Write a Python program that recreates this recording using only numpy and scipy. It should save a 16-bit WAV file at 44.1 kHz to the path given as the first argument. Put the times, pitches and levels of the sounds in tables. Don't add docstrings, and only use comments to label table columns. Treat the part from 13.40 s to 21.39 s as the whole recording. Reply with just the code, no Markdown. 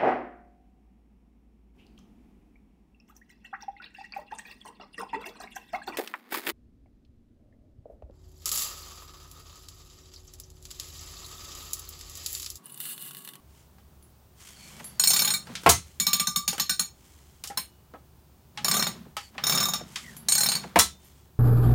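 import sys
import numpy as np
from scipy import signal
from scipy.fft import rfft, irfft, next_fast_len
from scipy.io import wavfile
from scipy.ndimage import uniform_filter1d

SR = 44100
rng = np.random.default_rng(int(sys.argv[2]) if len(sys.argv) > 2 else 0)


def int16_out(signal):
    q = np.round(np.clip(np.atleast_2d(signal).T, -1, 1) * 32767)
    wavfile.write(sys.argv[1], SR, q.astype(np.int16))


N = 352359
SIZE = 2 ** 14
AGE = np.arange(SIZE) / SR
TIME = np.arange(N) / SR


def amp(db):
    return 10 ** (np.asarray(db) / 20)


def unit(x):
    return x / np.sqrt(np.mean(x ** 2) + 1e-20)


def norm(x):
    return x / np.sqrt(np.sum(x ** 2) + 1e-20)


def at_level(x, db, size=1024):
    return amp(db) * x / np.sqrt(np.mean(x[:size] ** 2) + 1e-20)


def along(points, hz):
    f, v = np.transpose(points)
    return np.interp(np.log(hz + 1), np.log(f), v)


def fade(t, t60):
    return amp(-60 * t / np.maximum(t60, 1e-4))


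def swell(start, peak, end, depth_db, curve=1.3):
    away = np.abs(np.interp(TIME, [start, peak, end], [1, 0, 1]))
    moving = (TIME > start) * (TIME < end)
    return uniform_filter1d(amp(-depth_db * away ** curve) * moving, size=800)


def add(track, s, sound):
    start = max(round(s * SR), 0)
    track[start:start + len(sound)] += sound[:N - start]


def noise(spectrum, grit_db=0):
    grit = np.interp(TIME, np.linspace(0, TIME[-1], N // 100), rng.standard_normal(N // 100))
    white = rng.standard_normal(N) * amp(grit_db * grit)
    m = next_fast_len(N + SIZE)
    gain = amp(along(spectrum, np.fft.rfftfreq(m, 1 / SR)))
    return unit(irfft(rfft(white, m) * gain, m)[:N])


def coloured(x, spectrum):
    gain = amp(along(spectrum, np.fft.rfftfreq(2 * SIZE, 1 / SR)))
    cepstrum = irfft(np.log(gain))
    cepstrum[1:SIZE] *= 2
    cepstrum[SIZE + 1:] = 0
    return irfft(rfft(x, 2 * SIZE) * np.exp(rfft(cepstrum)))[:SIZE]


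def voiced(x, edges_hz, levels_db, size=1024):
    power = 2 * np.abs(rfft(x[:size]) / size) ** 2
    hz = np.fft.rfftfreq(size, 1 / SR)
    shape = []
    for lo, hi, db in zip(edges_hz, edges_hz[1:], levels_db):
        present_db = 10 * np.log10(power[(hz >= lo) & (hz < hi)].sum() + 1e-20)
        shape.append((np.sqrt(lo * hi), db - present_db))
    return coloured(x, shape)


def ring(modes, spread_db):
    hz, db, t60 = np.transpose(modes)[:, :, None]
    strength, detune, start = rng.standard_normal((3, len(modes), 1))
    age = AGE[AGE < 1.3 * t60.max()]
    phase = 2 * np.pi * (hz * (1 + .002 * detune) * age + start)
    return norm(np.sum(amp(db + spread_db * strength) * fade(age, t60) * np.sin(phase), axis=0))


def blow(chatter_t60, chatter_db, room_db, rise=0.00046, contact_t60=0.023):
    # (frequency [Hz], t60 [s])
    workshop = [(150, 0.37), (400, 0.16), (1000, 0.16), (3000, 0.22), (7000, 0.2), (15000, .15)]
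    onset = 1 - np.exp(-AGE / rise)
    contact = rng.standard_normal(SIZE) * fade(AGE, contact_t60) * onset
    chatter = rng.standard_normal(SIZE) * fade(AGE, chatter_t60) * onset ** 4
    hz, t, z = signal.stft(rng.standard_normal(SIZE), SR, nperseg=256)
    decay = fade(t, along(workshop, hz)[:, None])
    tail = signal.istft(z * decay, SR, nperseg=256)[1][:SIZE]
    room = norm(tail * (1 - np.exp(-AGE / 0.0035)))
    return norm(contact) + amp(chatter_db) * norm(chatter) + amp(room_db) * room


def struck(push, modes, crack_db, spread_db=2):
    return signal.fftconvolve(push, ring(modes, spread_db))[:SIZE] + amp(crack_db) * push


def background():
    # (frequency [Hz], relative density [dB])
    air = [(12, -46), (20, -24.5), (70, -6.5), (98, -9), (150, -10.5), (319, -22), (357, -17.5), (446, -23),
           (485, -25.5), (897, -25), (2020, -36.5), (3740, -36.5), (10500, -39.5), (14700, -35.5),
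           (16000, -33.5)]
    # (frequency [Hz], rms level [dB])
    hum = [(70, -61), (15165, -79.5)]
    air_db = -57.5
    tones = sum(amp(db) * np.sqrt(2) * np.sin(2 * np.pi * hz * TIME) for hz, db in hum)
    return amp(air_db) * noise(air) + tones


def sliding(echo=0.13):
    # (start [s], firmest [s], end [s], level [dB])
    slides = [(.08, 0.19, 0.28, -63.5), (0.959, 1.013, 1.04, -57), (1.006, 1.07, 1.14, -50.5),
              (1.06, 1.3, 1.58, -51.5), (2.049, 2.217, 2.6, -53.5), (3.537, 3.68, 4.16, -61),
              (5.776, 5.808, 5.92, -55), (6.454, 6.593, 6.8, -50), (7.189, 7.223, 7.33, -57),
              (7.583, 7.64, 7.88, -61)]
    # (frequency [Hz], relative density [dB])
    spectrum = [(350, -45.5), (600, -15.5), (1180, -8), (1780, -6), (2720, -5), (3210, -2.5), (3680, -7.5),
                (4280, -7.5), (7110, -3.5), (14900, -15), (16000, -26)]
    pressure = sum(amp(db) * swell(start, peak, end, depth_db=12, curve=1.6)
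                   for start, peak, end, db in slides)
    hiss = noise(spectrum, grit_db=2.5)
    delay_s = .00093 * (1 + 0.023 * np.sin(2 * np.pi * 1.6 * TIME))
    return pressure * unit(hiss + echo * np.interp(TIME - delay_s, TIME, hiss))


def knocks(skirt_db=30):
    # (time [s], attack level [dB], centre [Hz], width [octaves])
    taps = [(0.382, -63, 2200, 1.4), (2.07, -47.5, 1500, 2.4), (2.153, -35, 3770, 0.91),
            (2.234, -44.5, 2200, 4.3), (3.13, -35.5, 8850, 4.2), (3.18, -35.5, 9300, 5.5),
            (4.038, -37, 7900, 1.88), (4.073, -39.5, 7500, 0.82), (4.1, -42, 750, 1.4),
            (4.537, -44, 647, 1.12), (5.174, -36.5, 2600, 1.03), (5.767, -32.5, 2750, 1.56),
            (5.98, -35, 1780, 0.99), (6.558, -32.5, 3400, 1.1)]
    # (frequency [Hz], level [dB], t60 [s])
    sheet = [(810, -2, .09), (1290, 0, .06), (1620, -5, .05), (3020, -2, .07), (3350, -3, .06),
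             (4450, -4, .05)]
    out = np.zeros(N)
    shape = [(50, -16.0), (180, 3.5), (1300, -0.5), (3000, -6), (6000, -7.5), (16000, -14)]
    hz = np.geomspace(50, 16000, 24)
    for s, db, centre_hz, octaves in taps:
        push = blow(chatter_t60=.1, chatter_db=-3, room_db=-2, rise=.0007, contact_t60=.022)
        band = np.exp(-(np.log2(hz / centre_hz) / octaves) ** 2)
        contact_db = 10 * np.log10(band + amp(-2 * skirt_db))
        spectrum = np.transpose([hz, along(shape, hz) + contact_db])
        tap = coloured(struck(push, sheet, crack_db=12.5), spectrum)
        add(out, s, at_level(tap, db))
    return out


def keys():
    # (time [s], attack level [dB])
    tinkles = [(.625, -59.5), (1.443, -40.5), (6.766, -44.5), (7.645, -60)]
    # (frequency [Hz], level [dB], t60 [s])
    modes = [(4600, -22, .5), (7350, -12, .12), (9180, -3, .15), (10950, 0, .2), (11880, -2, .22),
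             (12650, -9, .22)]
    out = np.zeros(N)
    for s, db in tinkles:
        push = blow(chatter_t60=0.012, chatter_db=-16.0, room_db=-8.0)
        add(out, s, at_level(struck(push, modes, crack_db=-7.5), db))
    return out


def rolling():
    # (start [s], fastest [s], end [s], rumble level [dB], grinding level [dB])
    turns = [(0.996, 1.392, 1.84, -53, -55.5), (1.56, 1.83, 2.11, -42.5, -43.5),
             (2.019, 2.115, 2.36, -47.5, -50), (5.144, 5.348, 5.74, -36, -42),
             (5.922, 6.151, 6.58, -37, -38), (6.486, 6.715, 6.98, -50.5, -59),
             (6.769, 7.085, 7.57, -43.5, -45)]
    # (frequency [Hz], relative density [dB])
    rumble_spectrum = [(70, -25), (105, -10.5), (135, 4.5), (180, 5.5), (232, 4.5), (290, -14), (380, -8.5),
                       (600, -34)]
    # (frequency [Hz], relative density [dB])
    grind_spectrum = [(200, -20.5), (340, -4.5), (520, 0.5), (820, 0), (1100, -0.5), (1400, -1), (2500, -7),
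                      (3600, -6.5), (5000, -11), (16000, -33)]
    rumble = sum(amp(db) * swell(start, peak, end, depth_db=21) for start, peak, end, db, _ in turns)
    grind = sum(amp(db) * swell(start, peak, end, depth_db=27) for start, peak, end, _, db in turns)
    return rumble * noise(rumble_spectrum) + grind * noise(grind_spectrum, grit_db=2.0)


def scrapes(width_hz=110):
    # (start [s], end [s], first frequency [Hz], last frequency [Hz], level [dB])
    glides = [(1.07, 1.248, 3300, 3100, -61.5), (1.106, 1.34, 4560, 4250, -58),
              (1.153, 1.441, 2390, 2240, -59.5), (5.778, 5.91, 4680, 4450, -56.5),
              (6.565, 6.778, 2450, 1580, -52.5)]
    out = np.zeros(N)
    lowpass = signal.butter(2, width_hz, fs=SR)
    for start, end, first_hz, last_hz, db in glides:
        hz = np.geomspace(first_hz, last_hz, round((end - start) * SR))
        flutter = unit(signal.lfilter(*lowpass, rng.standard_normal(len(hz))))
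        envelope = np.sin(np.linspace(0, np.pi, len(hz)))
        carrier = np.sin(2 * np.pi * np.cumsum(hz) / SR)
        add(out, start, amp(db) * envelope * unit(flutter * carrier))
    return out


def bumps(lag_1khz_s=0.012):
    # (time [s], attack level [dB], brightness [dB per octave])
    flexes = [(1.385, -48, 4.5), (2.075, -48.5, -1), (5.538, -52, -1), (5.642, -55, -1),
              (5.935, -53.5, 1.5), (6.39, -44.5, -1.5), (7.224, -41.5, 1.5)]
    out = np.zeros(N)
    shape = [(50, -27), (140, 0.5), (400, -6), (800, -9), (1800, -18), (4000, -32), (16000, -52)]
    dispersion = np.exp(-4j * np.pi * lag_1khz_s * np.sqrt(1000 * np.fft.rfftfreq(SIZE, 1 / SR)))
    for s, db, tilt_db in flexes:
        tilted = [(hz, level + tilt_db * np.log2(hz)) for hz, level in shape]
        push = coloured(blow(chatter_t60=0.039, chatter_db=9.5, room_db=1.0, rise=0.005), tilted)
        add(out, s, at_level(irfft(rfft(push) * dispersion), db, size=2048))
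    return out


def singing():
    # (time [s], frequency [Hz], level [dB], t60 [s])
    tones = [(1.443, 4630, -57.5, 1), (1.937, 1220, -41, 0.24), (2.291, 4170, -39, 0.4),
             (2.599, 2280, -35.5, 0.76), (2.665, 1178, -32.5, 1), (2.797, 1192, -33.5, 1),
             (2.957, 1165, -25, 0.22), (4.1, 804, -32, 0.12), (4.173, 2930, -60, 0.88),
             (4.175, 4530, -41, 0.14), (4.174, 1036, -24, 0.07), (5.174, 832, -26.5, 0.099),
             (5.766, 1300, -31, 0.11), (7.087, 827, -39.5, 0.25), (7.389, 3600, -43.5, .55)]
    out, t = np.zeros(N), TIME[:SR]
    onset = 1 - np.exp(-t / 0.01)
    for s, hz, db, t60 in tones:
        add(out, s, amp(db) * fade(t, t60) * onset * np.sin(2 * np.pi * hz * t))
    return out


def tooth_times(first, last, teeth, slow_start, slow_end, braking):
    pickup = .5
    k = np.arange(round(teeth) - 1)
    gaps = 1 + slow_start * pickup ** k + slow_end * braking ** k[::-1]
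    return first + (last - first) * np.append(0, np.cumsum(gaps / gaps.sum()))


def click(knock_db, ring_db, seating, chatter_db):
    # (frequency [Hz], level [dB], t60 [s], gain per unit of seating [dB])
    wheel = [(690, -28, .05, -2), (834, -24, .08, 3), (1174, -22, .09, -4), (1510, -23, .05, 2),
             (1930, -25, .05, 0), (2295, -20, .08, 0), (3710, -7, .04, -4), (4170, -6, .04, 3),
             (4330, -9, .03, 3), (4540, -11, .03, 3), (5370, -4, .045, -2), (6370, -5, .03, -1),
             (6890, 1, .04, 0), (7400, -10, .04, 0), (8590, -3, .055, 4), (9665, -8, .06, -1),
             (11010, -9, .07, 4), (11320, -16, .06, -2), (11670, -5, .045, 0), (12010, -11, .08, 0),
             (13710, -8, .06, -1), (14420, -13, .08, 1), (15170, -6, .08, 0)]
    bands_hz = [500, 2800, 4900, 8000, 16000]
    ring_seating_db = [1.16, 0.2, 2]
    shape = [(60, -22.5), (170, -7.0), (450, -2), (800, 1.5), (1200, 5.5),
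             (2000, 3), (3200, 5), (7000, -0.5), (10000, -2), (16000, -4.0)]
    modes = [(hz, db + seating * gained_db, t60) for hz, db, t60, gained_db in wheel]
    push = blow(chatter_t60=.065, chatter_db=chatter_db, room_db=-2.5, rise=.0018, contact_t60=.012)
    sound = coloured(struck(push, modes, crack_db=-10, spread_db=3), shape)
    return voiced(sound, bands_hz, [knock_db, *(ring_db + seating * np.array(ring_seating_db))])


def nudge(pause):
    # (frequency [Hz], level [dB])
    bench = [(140, -6), (178, 2.5), (228, -2)]
    sway = fade(AGE, 0.093) * (1 - np.exp(-AGE / 0.016)) ** 2
    boards = sum(amp(db) * np.sin(2 * np.pi * (hz * AGE + rng.random())) for hz, db in bench)
    return min(pause / 0.055, 1) ** 2 * sway * boards


def ratchet():
    # (first click [s], last click [s], teeth [count], extra first gap [share],
    # extra last gap [share], braking left one tooth earlier [share])
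    strokes = [(1.596, 1.937, 12, .48, .19, .1), (2.599, 3.078, 7, .3, 1.41, .576),
               (3.197, 3.394, 3, 0, .03, 0), (4.173, 4.173, 1, 0, 0, 0), (5.245, 5.468, 8, .46, .76, .26),
               (6.037, 6.335, 11, .16, .92, .2), (6.885, 7.152, 10, .4, .38, .486)]
    # (knock level [dB], ring level [dB], extra ring at the bite [dB],
    # treble loss [dB], pawl seating [0 = middle], bench sway [dB])
    efforts = [(-37, -27, 3, 6, .6, -29), (-37.5, -26.5, 3.5, 0.5, -0.57, -21.5),
               (-35, -27, 0, 0, 0.34, -24.5), (-36.5, -31, -1.5, 0, 1.5, -30),
               (-31.5, -28.5, 0, 9, -.4, -24), (-33, -28, 1.5, 3, -1.7, -28), (-36, -28, 0, 11, 1.3, -26.5)]
    register_db = [-2.5, .5, -2]
    dulling_share = [-.2, 1, 1]
    bite_tooth, bite_teeth = 1.6, 1.1
    seating_drift, seating_scatter = 0.28, .3
    swing_db, click_scatter_db = 2.5, 1.3
    chatter_db, chatter_swing_db = -8, 6
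    out = np.zeros(N)
    for stroke, (knock_db, ring_db, bite_db, loss_db, seating, sway_db) in zip(strokes, efforts):
        times = tooth_times(*stroke)
        teeth = np.arange(len(times))
        pauses = np.diff(times, append=TIME[-1])
        progress = (teeth + .5) / len(times)
        swings = np.sin(np.pi * progress) ** 2 * (len(times) > 1)
        bites = np.exp(-((teeth - bite_tooth) / bite_teeth) ** 2)
        for s, pause, position, swing, bite in zip(times, pauses, progress, swings, bites):
            dulling_db = loss_db * (position ** 2 - np.mean(progress ** 2)) * np.array(dulling_share)
            scatter_db = click_scatter_db * rng.standard_normal(len(register_db))
            colour_db = register_db - dulling_db + scatter_db
            seat = seating + seating_drift * (position - .5) + seating_scatter * rng.standard_normal()
            sound = click(knock_db + swing_db * (swing - swings.mean()),
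                          ring_db + bite_db * bite + colour_db, seat,
                          chatter_db + chatter_swing_db * swing * (1 - bite))
            add(out, s, sound + amp(sway_db) * nudge(pause))
    return out


def rolls_closing():
    # (time [s], gain [dB])
    clunks = [(2.2617, -11), (7.358, -13.5)]
    # (frequency [Hz], level [dB], t60 [s])
    frame = [(80, -14, .12), (183, -10, .09), (452, -10, .06), (684, 0, .07), (1090, -10, .08),
             (1345, -9, .06), (1630, -8, .03), (2560, -11, .05)]
    # (frequency [Hz], gain [dB])
    thud = [(35, -26), (75, 2.5), (150, -7.5), (240, -5), (400, -1.5), (520, -3), (670, -2), (850, 3),
            (1100, -0.5), (1500, -6.5), (2400, -3.5), (3500, -14.5), (7000, -25), (13000, -27),
            (16000, -34.5)]
    clunk_bands_hz = [60, 250, 550, 800, 3000, 16000]
    clunk_db = [-19.5, -10, -7, -5.5, -17]
    # (time [s], gain [dB])
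    clanks = [(2.291, -14), (7.389, -14)]
    # (frequency [Hz], level [dB], t60 [s])
    steel = [(940, -8, .11), (1332, -3, .13), (2034, -5, .1), (3450, -9, .1), (4100, -7, .12),
             (5550, -4, .09), (6350, -3, .09), (7150, -7, .08), (8750, -2, .08)]
    clank_bands_hz = [800, 2500, 5000, 10000, 16000]
    clank_db = [-10, -8, -2, -8]
    out = np.zeros(N)
    clash = [(80, -20), (250, -9.5), (600, -8.5), (1200, 1.0), (2700, -6.5), (8700, 2), (16000, -3.5)]
    for s, db in clunks:
        push = blow(chatter_t60=0.13, chatter_db=3.5, room_db=0, rise=0.00074, contact_t60=0.018)
        clunk = coloured(struck(push, frame, crack_db=9.5), thud)
        add(out, s, amp(db) * voiced(clunk, clunk_bands_hz, clunk_db))
    for s, db in clanks:
        push = blow(chatter_t60=.07, chatter_db=2.5, room_db=6, rise=.0016, contact_t60=.016)
        clank = coloured(struck(push, steel, crack_db=10), clash)
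        add(out, s, amp(db) * voiced(clank, clank_bands_hz, clank_db))
    return out


def scene():
    sheet = sliding() + knocks() + scrapes() + bumps() + singing()
    machine = rolling() + ratchet() + rolls_closing()
    return (background() + sheet + keys() + machine)[None]


def record(dry):
    top_hz = 15900
    rounded = dry / (1 + np.abs(dry / .85) ** 4) ** (1 / 4)
    m = next_fast_len(N + SIZE)
    passed = np.fft.rfftfreq(m, 1 / SR) < top_hz
    return irfft(rfft(rounded, m) * passed, m)[..., :N]


dry = scene()
out = record(dry)
int16_out(out)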